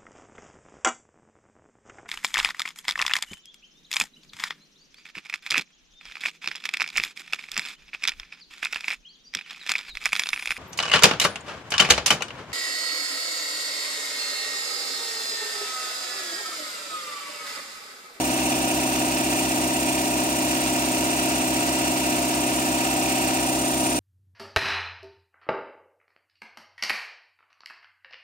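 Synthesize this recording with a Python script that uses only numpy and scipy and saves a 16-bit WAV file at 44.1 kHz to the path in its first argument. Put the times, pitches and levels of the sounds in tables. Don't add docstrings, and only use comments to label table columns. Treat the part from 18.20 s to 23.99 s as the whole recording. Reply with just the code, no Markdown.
import sys
import numpy as np
from scipy import signal
from scipy.fft import rfft, irfft, next_fast_len
from scipy.io import wavfile

SR = 44100
rng = np.random.default_rng(int(sys.argv[2]) if len(sys.argv) > 2 else 0)


def generate_wav(signal):
    frames = np.transpose(np.atleast_2d(signal))
    scaled = np.clip(frames, -1, 1) * 32767
    pcm = np.round(scaled).astype(np.int16)
    wavfile.write(sys.argv[1], SR, pcm)


N = 255383
SIZE = next_fast_len(N)
T = np.arange(SIZE) / SR
HZ = np.fft.rfftfreq(SIZE, 1 / SR)

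CRANK_HZ, BELT_HZ, MOTOR_HZ, MAINS_HZ = 16.0995, 3.55, 58.58, 119.93
IN_STEP_S = 0.069
ORDERS = np.arange(2, 66 + 1)
EDGE_HZ = 15800


ORDER_DELAYS = [(2, .57, .055, .3125), (13, .26, .23, .3125), (29, .67, -.25, .5), (42, .87, -.0675, .375),
                (53, .92, .015, .375)]


def order_phases():
    group = np.searchsorted([row[0] for row in ORDER_DELAYS], ORDERS + .5) - 1
    first, angle, delay, odd_lag = np.transpose(ORDER_DELAYS)[:, group]
    start = rng.random(len(ORDER_DELAYS))[group]
    sweep = delay * (ORDERS - first) ** 2 / 2
    return start - angle * ORDERS - sweep - odd_lag * (ORDERS % 2)


# (order [multiple], level of every fourth order [dB rms],
# level of the other even orders [dB rms], level of the odd orders [dB rms])
PUMP_ORDERS = [(2, -53, -70, -74), (6, -45, -58, -73), (8, -41, -61, -68), (11, -45, -64, -70),
               (13, -45, -47, -54), (16, -33, -41, -49), (19, -34, -37.5, -45), (23, -43, -50, -49),
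               (27, -57, -64, -67), (32, -49, -53, -60), (36, -42.5, -46, -55), (39, -41, -37, -55),
               (45, -47, -50, -50), (48, -41, -53, -47), (51, -57, -57, -59), (60, -62, -54, -56),
               (66, -53, -56, -57)]
# (order [multiple], level [dB rms])
LIFTED_ORDERS = [(19, -33.5), (21, -39.5), (25, -47), (31, -52), (35, -48.5), (39, -45), (43, -37),
                 (47, -44), (56, -52), (57, -46), (59, -40), (61, -50)]
# (bottom [Hz], top [Hz])
BOOM_BAND = (750, 800)


def pump_drone(boom_db, phases, sway):
    at, *kinds = np.transpose(PUMP_ORDERS)
    fourth_db, even_db, odd_db = (np.interp(ORDERS, at, kind) for kind in kinds)
    db = np.where(ORDERS % 2 == 0, even_db, odd_db)
    db = np.where(ORDERS % 4 == 0, fourth_db, db)
    for lifted, lifted_db in LIFTED_ORDERS:
        db[ORDERS == lifted] = lifted_db
    hz = ORDERS * CRANK_HZ
    in_boom = (hz > BOOM_BAND[0]) & (hz < BOOM_BAND[1])
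    rest = tones(hz[~in_boom], db[~in_boom], phases[~in_boom], sway, scatter=.6)
    boom = tones(hz[in_boom], db[in_boom], phases[in_boom], sway, scatter=.6)
    belt = 1 + 0.048 * np.cos(2 * np.pi * BELT_HZ * T)
    return belt * (rest + amp(boom_db) * boom)


# (crank [multiple], motor [multiple],
# mains [multiple], belt [multiple], level [dB rms])
MOTOR_TONES = [(0, 1, 0, 0, -49), (0, 3, 0, 0, -59), (0, 16, 0, 0, -54), (0, 0, 1, 0, -57),
               (0, 0, 2, 0, -45), (0, 0, 3, 0, -44), (8, 0, 1, 0, -47), (12, 1, 0, 0, -53),
               (42, 1, 0, 0, -55), (43, 1, 0, 0, -48), (48, -1, 0, 0, -52), (6, 0, 0, 1, -59),
               (14, 0, 0, 1, -56), (44, 0, 0, -1, -53), (11, 0, 0, -3, -59), (19, 0, 0, 1, -53),
               (19, 0, 0, -2, -55), (46, 0, 0, -3, -55)]


def motor_hum(fourth_order_phase, sway):
    table = np.array(MOTOR_TONES)
    hz = table[:, :4] @ [CRANK_HZ, MOTOR_HZ, MAINS_HZ, BELT_HZ]
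    phases = rng.random(len(table))
    phases[0] = fourth_order_phase + (4 * CRANK_HZ - MOTOR_HZ) * IN_STEP_S
    return tones(hz, table[:, 4], phases, sway, scatter=0.23)


KNOCK_STROKES = [(.13, 0.099, 1), (.25, 0.042, 1), (.52, 0.021, 1), (.64, 0.071, 0.85), (.77, 0.22, 0.24),
                 (.88, 0.053, 0.9)]
# (frequency [Hz], level [dB per Hz])
CLATTER_SPECTRUM = [(700, -115), (1150, -66.5), (1300, -64), (1800, -66), (2120, -70), (2400, -65),
                    (2650, -63.5), (2900, -65), (3050, -69.5), (3600, -67), (4200, -70), (4800, -71),
                    (6000, -67), (9000, -110)]


def valve_clatter(level_db):
    power = strokes(KNOCK_STROKES, base=0.97, uneven_half_db=4.0)
    return noise(CLATTER_SPECTRUM, power, alike=0.31) * amp(level_db)


PUFF_STROKES = [(.27, 0.059, 0.99), (.45, 0.032, 0.47), (.79, 0.053, 0.33), (.92, 0.2, 0.36)]
# (frequency [Hz], level [dB per Hz])
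HISS_SPECTRUM = [(2500, -115), (4500, -79.5), (5800, -74.5), (7000, -68), (7900, -68.5), (8500, -69.5),
                 (9300, -70), (9800, -73.5), (10250, -77.5), (10800, -75.5), (12000, -76.5), (13500, -74),
                 (14500, -78), (15500, -74.5), (16500, -76)]


def valve_hiss():
    power = strokes(PUFF_STROKES, base=0.2, uneven_half_db=1.3)
    return noise(HISS_SPECTRUM, power, alike=0.55)


# (frequency [Hz], unsteadiness [Hz], level at zero turn [dB rms],
# share from the second cylinder [0-1], left minus right [dB],
# gain turned one way [dB per unit of turn], gain turned the other way [dB per unit of turn])
WHISTLES = [(1975, 12, -45, .5, 0, -5, -6), (2280, 25, -45.5, .5, -1, 0, -8),
            (2450, 25, -41.5, .4, -2, -4, -9), (2680, 90, -40, .45, -3, 0, -12),
            (2850, 25, -44, .3, -4, 1, -4), (4520, 20, -48, .5, -3, -7, -4), (5930, 60, -48, .5, 0, 3, 3),
            (6580, 30, -46, .8, 0, -1, 1), (7330, 25, -46, .1, -1, -4, 1),
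            (7570, 15, -45.5, .2, -2, -4, -1), (8125, 18, -38, .98, 0, -7, -7),
            (8420, 35, -39.5, .93, 2, 0, -3), (8750, 35, -42, .8, 2, 1, 4), (9080, 22, -44, .4, 3, 1, 7),
            (11280, 20, -48.5, .5, 4, -5, -1), (13500, 20, -52, .7, -4, 0, -3),
            (15500, 60, -48, .8, 2, 0, -2)]


def valve_whistles(aim):
    first = strokes([(.29, 0.11, 0.88)], base=0.049, uneven_half_db=6.0)
    second = strokes([(.8, 0.11, 0.87), (.91, 0.051, 0.68)], base=0.027, uneven_half_db=0.5)
    first, second = first / first.mean(), second / second.mean()
    wander = amp(.5 * drift(1.5, count=5))
    out = np.zeros((2, SIZE))
    for k, (hz, waver_hz, db, share, pan_db, one_db, other_db) in enumerate(WHISTLES):
        flow = np.sqrt((1 - share) * first + share * second)
        step = np.sqrt(2 * np.pi * waver_hz * 64 / SR)
        walk = np.cumsum(rng.standard_normal(SIZE // 64 + 2)) * step
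        phase = 2 * np.pi * hz * T + np.interp(np.arange(SIZE) / 64, np.arange(len(walk)), walk)
        aim_db = one_db * np.maximum(-aim, 0) + other_db * np.maximum(aim, 0)
        level = np.sqrt(2) * amp(db + aim_db) * wander[k % 5] * flow
        out[0] += amp(pan_db / 2) * level * np.sin(phase)
        out[1] += amp(-pan_db / 2) * level * np.cos(phase + .3 * rng.standard_normal())
    return out


# (frequency [Hz], level [dB per Hz])
RUMBLE_SPECTRUM = [(42, -87), (75, -79), (130, -75), (165, -74), (215, -71), (250, -63), (300, -63.5),
                   (380, -63), (460, -70), (560, -64.5), (660, -64), (710, -59.5), (760, -63), (870, -71),
                   (940, -65), (1100, -75), (1500, -110)]


def rumble():
    power = strokes(KNOCK_STROKES, base=0.43, uneven_half_db=1.5)
    return noise(RUMBLE_SPECTRUM, power, alike=0.021)


def amp(db):
    return 10 ** (np.asarray(db) / 20)


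def evened(x):
    return x / np.sqrt(np.mean(abs(x) ** 2) + 1e-20)


def read(points, hz, axis=1):
    table = np.transpose(points)
    return np.interp(np.log(hz + 1), np.log(table[0] + 1), table[axis])


def drift(top_hz, count):
    hz, t = np.geomspace(top_hz / 20, top_hz, 20), T[::512]
    cycles = hz * t[:, None, None] + rng.random((count, 20))
    slow = (np.sin(2 * np.pi * cycles) / np.sqrt(hz)).sum(2)
    return np.array([np.interp(T, t, row) for row in evened(slow).T])


def strokes(rows, base, uneven_half_db):
    turns, power = CRANK_HZ * T, base
    for angle, spread, strength in rows:
        turn = np.round(turns - angle)
        sizes = amp(uneven_half_db * rng.standard_normal(round(turns[-1]) + 3))
        size = sizes[turn.astype(int) + 1]
        bump = np.exp(-.5 * ((turns - angle - turn) / spread) ** 2)
        power = power + strength * size * bump
    return power


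def turning(alike, change_s):
    place = np.round(CRANK_HZ * T % 1 * SR / CRANK_HZ).astype(int)
    patterns = rng.standard_normal((2, 3, place.max() + 1))[..., place]
    shift = np.arange(3)[:, None]
    fade = np.sqrt(2 / 3) * np.cos(np.pi * (T / change_s + shift) / 3)
    repeating = (patterns * fade).sum(1)
    fresh = rng.standard_normal((2, SIZE))
    return np.sqrt(alike) * repeating + np.sqrt(1 - alike) * fresh


# (frequency [Hz], left-right likeness [0-1], lead of the left [ms],
# left minus right [dB])
MICROPHONE_PAIR = [(60, 1, 0.54, -1), (327, 0.72, 0.16, 0.6), (483, 0.83, 0.25, 0.2), (923, 1, 0.14, 2),
                   (1177, 0.62, 0.28, -2), (2070, 0.98, 0.42, 1.5), (2620, 0.9, 0.38, -4),
                   (4000, 0.38, 0.413, -2), (4900, 0.067, 0.5, -5), (6400, 0.19, 0.39, 2),
                   (8000, 0.09, 0.444, -2.5), (9700, 0.17, 0.33, 8.5), (12500, 0.22, 0.39, -5),
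                   (15000, .1, 0.42, -1)]


def pair_at(hz):
    lag = 2 * np.pi * hz * read(MICROPHONE_PAIR, hz, axis=2) / 1000
    return read(MICROPHONE_PAIR, hz), lag, read(MICROPHONE_PAIR, hz, axis=3)


def noise(spectrum, power, alike):
    a, b = rfft(evened(np.sqrt(power)) * turning(alike, change_s=1.48))
    same, lag, balance_db = pair_at(HZ)
    side = amp(balance_db / 2)
    left = a * side
    right = (same * np.exp(-1j * lag) * a + np.sqrt(1 - same ** 2) * b) / side
    return irfft(np.array([left, right]) * amp(read(spectrum, HZ)) * np.sqrt(SR / 2), SIZE)


def tones(hz, db, phases, sway, scatter):
    t = T[::4]
    out = np.zeros((2, len(t)))
    same, lag, balance_db = pair_at(hz)
    odd = rng.standard_normal((len(hz), 2)) * scatter * (1 - same)[:, None]
    side = amp((balance_db + 8 * odd[:, 0]) / 2)
    lag = lag + odd[:, 1]
    for k in range(len(hz)):
        level = np.sqrt(2) * amp(db[k]) * sway[k % len(sway), ::4]
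        z = level * np.exp(2j * np.pi * (hz[k] * t + phases[k]))
        out[0] += side[k] * z.real
        out[1] += (z * np.exp(-1j * lag[k])).real / side[k]
    return signal.resample_poly(out, 4, 1, axis=1)[:, :SIZE]


# (time [s], turn [units, negative one way, positive the other],
# clatter gain [dB], gain of the drone within the boom band [dB])
MICROPHONE_AIM = [(0, -1.3, -0.5, 3), (.5, -1.5, -0.5, 3), (.85, -1.1, 0, 1), (1.2, 0.23, -0.5, 0.5),
                  (4, .1, 0, -1), (4.4, 0.5, 0, 1.5), (4.75, -0.25, 0, 4.5), (5.15, 0.052, 0.5, 4),
                  (5.35, .8, -1, 3), (5.8, 1.3, -1, -0.5)]


def scene():
    s, *columns = np.transpose(MICROPHONE_AIM)
    aim, clatter_db, boom_db = (np.interp(T, s, column) for column in columns)
    phases = order_phases()
    sway = amp(0.2 * drift(4.2, count=12))
    machine = pump_drone(boom_db, phases, sway) + motor_hum(phases[ORDERS == 4][0], sway[::-1])
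    valves = valve_clatter(clatter_db) + valve_hiss() + valve_whistles(aim)
    return (machine + valves + rumble())[:, :N]


def record(dry):
    lowpass = signal.firwin(1023, EDGE_HZ, window=("kaiser", 9), fs=SR)
    return signal.oaconvolve(dry, lowpass[None], "same")


dry = scene()
out = record(dry)
generate_wav(out)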